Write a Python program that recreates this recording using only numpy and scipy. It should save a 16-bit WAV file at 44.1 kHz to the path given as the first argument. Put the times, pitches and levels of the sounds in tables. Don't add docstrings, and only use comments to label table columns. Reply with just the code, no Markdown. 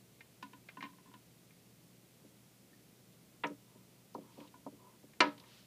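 import sys
import numpy as np
from scipy import signal
from scipy.fft import rfft, irfft, next_fast_len
from scipy.io import wavfile

SR = 44100
rng = np.random.default_rng(int(sys.argv[2]) if len(sys.argv) > 2 else 0)


def store_wav(level_fs):
    pcm = np.round(np.clip(np.atleast_2d(level_fs), -1, 1) * 32767)
    wavfile.write(sys.argv[1], SR, pcm.T.astype(np.int16))


N = 249638
T = np.arange(SR // 2) / SR
FIRM_DB = -35.5

# pitch in Hz, relative level in dB, undamped t60 in seconds.
TANK_MODES = [(162.66, -18.5, 0.2022), (213.5, -18.5, 0.32), (287.5, -12, 0.33), (377.8, -14, 0.23),
              (453.18, -21.5, 0.31), (516.2, -11.5, 0.22), (570.01, -22.5, 0.27), (610.3, -14.5, 0.27),
              (663, -18.5, 0.15), (830, -23.5, 0.3), (944.6, -4.5, 0.17854), (992.32, 0.5, 0.13),
              (1080, -22.5, 0.25), (1270, -13, 0.2), (1320, -13, 0.2316), (1470, -10, 0.13),
              (1680, -12, 0.1697), (1807, -5.5, 0.079), (2078, -9.5, 0.11), (2328, -8, 0.085),
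              (2776, -5.5, 0.063), (2963, -13.5, 0.088), (3870, -26, 0.025)]


def amp(db):
    return 10 ** (np.asarray(db) / 20)


def unit(x):
    return x / np.sqrt(np.mean(x ** 2) + 1e-20)


def at_level(x, db):
    return amp(db) * x / np.sqrt(np.mean(x[:SR // 50] ** 2))


def add(track, start, x):
    part = track[round(start * SR):][:len(x)]
    part += x[:len(part)]


def lowpass(x, hz, order):
    return signal.sosfilt(signal.butter(order, min(hz, SR * .45), fs=SR, output="sos"), x)


def highpass(x, hz, order):
    return signal.sosfilt(signal.butter(order, hz, "high", fs=SR, output="sos"), x)


def noise(colour, size):
    hz, db = np.transpose(colour)
    m = next_fast_len(size)
    gain = amp(np.interp(np.log(np.fft.rfftfreq(m, 1 / SR) + 1), np.log(hz), db))
    return unit(irfft(rfft(rng.standard_normal(m)) * gain, m)[:size])


def ring(modes, lag_cycles, rise_cycles, scatter_db):
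    hz, db, t60 = np.transpose(modes)[:, :, None]
    age = np.maximum(T - lag_cycles / hz, 0)
    decay = amp(db + scatter_db * rng.standard_normal(hz.shape) - 60 * age / t60)
    attack = 1 - np.exp(-age * hz / rise_cycles)
    return np.sum(decay * attack * np.sin(2 * np.pi * hz * age), axis=0)


def wash(colour, rise_s, t60, room_db, room_t60, room_hz):
    burst = noise(colour, len(T)) * (1 - np.exp(-T / rise_s)) * amp(-60 * T / t60)
    tail = lowpass(noise(colour, len(T)), room_hz, order=2)
    build_up = 1 - np.exp(-T / .01)
    return burst + tail * build_up * amp(room_db - 60 * T / room_t60)


def swells(strokes):
    envelope = np.zeros(N)
    for start, length, db in strokes:
        add(envelope, start, amp(db) * np.sqrt(np.abs(np.hanning(int(length * SR)))))
    return envelope


def room_tone():
    # frequency in Hz, relative level in dB.
    air_colour = [(12, -76), (20, -33.5), (92, -12.5), (103, -19), (121, -6), (143, -6.5), (178, -2),
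                  (270, -10), (302, -10), (457, -14), (693, -19), (865, -23), (1830, -26.5), (1990, -24),
                  (15000, -28)]
    hum = amp(-69) * np.sin(2 * np.pi * 120 * np.arange(N) / SR)
    return amp(-63.4) * noise(air_colour, N) + hum


def string_slides():
    # start in seconds, length in seconds, level in dB.
    slides = [(4.27, 0.2603, -69.5), (5.41, .28, -64)]
    # frequency in Hz, relative level in dB.
    hiss_colour = [(500, -6.5), (2000, -2), (3000, 2.5), (4500, 1), (6500, -7.5), (12000, -21)]
    return swells(slides) * noise(hiss_colour, N)


def anchor_drags():
    # start in seconds, length in seconds, level in dB.
    drags = [(3.6, 0.28, -75.5), (4.17, 0.19, -66.5), (4.35, 0.13774, -60), (4.76, 0.21694, -64.5),
             (5.33, 0.19, -65)]
    damped_modes = np.array(TANK_MODES) * [1, 1, .4]
    slip = ring(damped_modes, lag_cycles=1, rise_cycles=1, scatter_db=1)
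    scrape = signal.fftconvolve(rng.standard_normal(N), slip)[:N]
    return swells(drags) * unit(lowpass(scrape, 1120, order=4))


def drop_plink(start=2.731, db=-59.5, hz=1825, t60=.07):
    out = np.zeros(N)
    add(out, start, ring([(hz, db, t60)], lag_cycles=0, rise_cycles=1, scatter_db=0))
    return out


def hook_ticks():
    # start in seconds, level in dB, centre in Hz.
    ticks = [(3.468, -54, 5919), (4.143, -57, 5060), (4.402, -55, 2550), (4.475, -60.5, 3520),
             (5.378, -55, 3635), (5.398, -52, 3911)]
    out = np.zeros(N)
    for start, db, hz in ticks:
        colour = [(hz / 4, -22), (hz, 0), (hz * 2, -24)]
        tick = wash(colour, rise_s=.0006, t60=.045, room_db=-17, room_t60=.2, room_hz=7000)
        add(out, start, amp(db) * tick)
    return out


def cube_clicks():
    # start in seconds, level in dB.
    clicks = [(.2050, -56), (0.6853, -52.5), (0.805, -51.5), (0.836, -51.5), (1.505, -69), (5.132, -68),
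              (5.436, -68)]
    # pitch in Hz, relative level in dB, t60 in seconds.
    cube_modes = [(1590, -8, .05), (1835, -4, .06), (2110, 0, .06), (2395, -1, .055), (2660, -11, .05)]
    # frequency in Hz, relative level in dB.
    metal_colour = [(200, -14.5), (1000, -4), (2300, -4), (3500, -5), (7000, -14), (15000, -34)]
    out = np.zeros(N)
    for start, db in clicks:
        body = ring(cube_modes, lag_cycles=2, rise_cycles=3, scatter_db=2)
        burst = wash(metal_colour, rise_s=.004, t60=.035, room_db=-17, room_t60=.2, room_hz=5000)
        add(out, start, at_level(lowpass(body + amp(4) * burst, 3500, order=2), db))
    return out


def chatter(tap, count=2, after_s=.025, gap_s=.012, loss_db=7):
    start, db, cutoff_hz = tap
    return [(start + after_s + k * gap_s, db - (k + 1) * loss_db, cutoff_hz / 2) for k in range(count)]


def jostle(count=5, start=.9, gap_s=.052, db=-67, cutoff_hz=2216):
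    chance = rng.uniform(-.84, 1, (count, 2))
    return [(start + (k + late / 2) * gap_s, db + 2 * loud, cutoff_hz)
            for k, (late, loud) in enumerate(chance)]


def hull_taps():
    # start in seconds, level in dB, contact cut-off in Hz.
    taps = [(.4250, -46.5, 6400), (0.5316, -56.5, 3950), (0.7693, -49.5, 1840), (0.8243, -44.5, 5260),
            (1.073, -63, 1200), (1.137, -57, 5000), (4.539, -58, 1250)]
    # pitch in Hz, relative level in dB, t60 in seconds.
    tap_modes = [(208, -11.5, 0.25), (278.91, -5.5, 0.1978), (977.34, -7, 0.1593), (1022, 0.5, 0.08885),
                 (1473.8, -11, 0.11), (1785.4, -11, 0.07876), (2710, -11.5, 0.074), (3050, -12, 0.05),
                 (3897.8, -19, 0.098)]
    # frequency in Hz, relative level in dB.
    wood_colour = [(150, 2), (700, -6.5), (1100, -5.5), (2300, -1), (3200, -2.5), (5000, -8.5), (9000, -19),
                   (15000, -5)]
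    hardest = max(taps, key=lambda tap: tap[1])
    out = np.zeros(N)
    for start, db, cutoff_hz in taps + chatter(hardest) + jostle():
        detune = 1 + .02 * rng.standard_normal()
        body = ring(np.array(tap_modes) * [detune, 1, 1], lag_cycles=2.3, rise_cycles=.9, scatter_db=1.3)
        burst = wash(wood_colour, rise_s=.002189, t60=.045, room_db=-17.5, room_t60=.26, room_hz=5000)
        add(out, start, at_level(lowpass(body + amp(1.5) * burst, cutoff_hz, order=2), db))
    return out


def wall_boom(start=5.2045, swell_s=.057, hz=297, peak_db=-39):
    envelope = (T / swell_s * np.exp(1 - T / swell_s)) ** 7
    out = np.zeros(N)
    add(out, start, amp(peak_db) * envelope * np.sin(2 * np.pi * hz * T))
    return out


def glass_blow(db, cutoff_hz):
    # frequency in Hz, relative level in dB.
    glass_colour = [(100, -16), (230, -11), (370, -3), (650, -3.5), (820, -6), (1300, -2.5), (2200, -4.5),
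                    (3200, -8), (4300, -7.5), (6500, -21), (9000, -35.5), (15000, -53)]
    hz, mode_db, t60 = np.transpose(TANK_MODES)
    sustain = np.clip(.81 + .22 * (db - FIRM_DB), .3, 1)
    tilt_db_per_octave = -2 + .29 * (db - FIRM_DB)
    tilted_db = mode_db + tilt_db_per_octave * np.log2(hz / np.median(hz))
    modes = np.column_stack([hz, tilted_db, t60 * sustain])
    body = ring(modes, lag_cycles=1.4, rise_cycles=2, scatter_db=1)
    burst = wash(glass_colour, rise_s=.0028, t60=.04,
                 room_db=-18.5, room_t60=.22423 * sustain, room_hz=4300)
    crack = amp(-14.5 - 60 * T / .016) * rng.standard_normal(len(T))
    return at_level(lowpass(body + amp(8) * burst + crack, cutoff_hz, order=6), db)


def glass_knocks():
    # start in seconds, level in dB.
    knocks = [(2.239, -59), (3.4357, -35.5), (3.4420, -37), (3.748, -61.5), (4.1470, -43), (4.176, -48.5),
              (4.376, -52), (4.403, -53.5), (4.6618, -44), (5.031, -57), (5.2041, -21.5)]
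    cushioned_hz, bare_metal_hz = 706, 9900
    out = np.zeros(N)
    for start, db in knocks:
        force = amp(db - FIRM_DB)
        cutoff_hz = min(cushioned_hz + 2552.7 * force ** 2.495, bare_metal_hz)
        add(out, start, glass_blow(db, cutoff_hz))
        rebound_db = min(db - 13.5, -47.5)
        add(out, start + .061, glass_blow(rebound_db, cutoff_hz=566))
    return out


def scene():
    hits = highpass(glass_knocks() + wall_boom() + hull_taps() + cube_clicks(), 148, order=3)
    return (hits + hook_ticks() + drop_plink() + anchor_drags() + string_slides() + room_tone())[None]


def record(dry):
    top_hz = 15320
    m = next_fast_len(N + SR // 2)
    return irfft(rfft(dry, m) * (np.fft.rfftfreq(m, 1 / SR) < top_hz), m)[..., :N]


dry = scene()
out = record(dry)
store_wav(out)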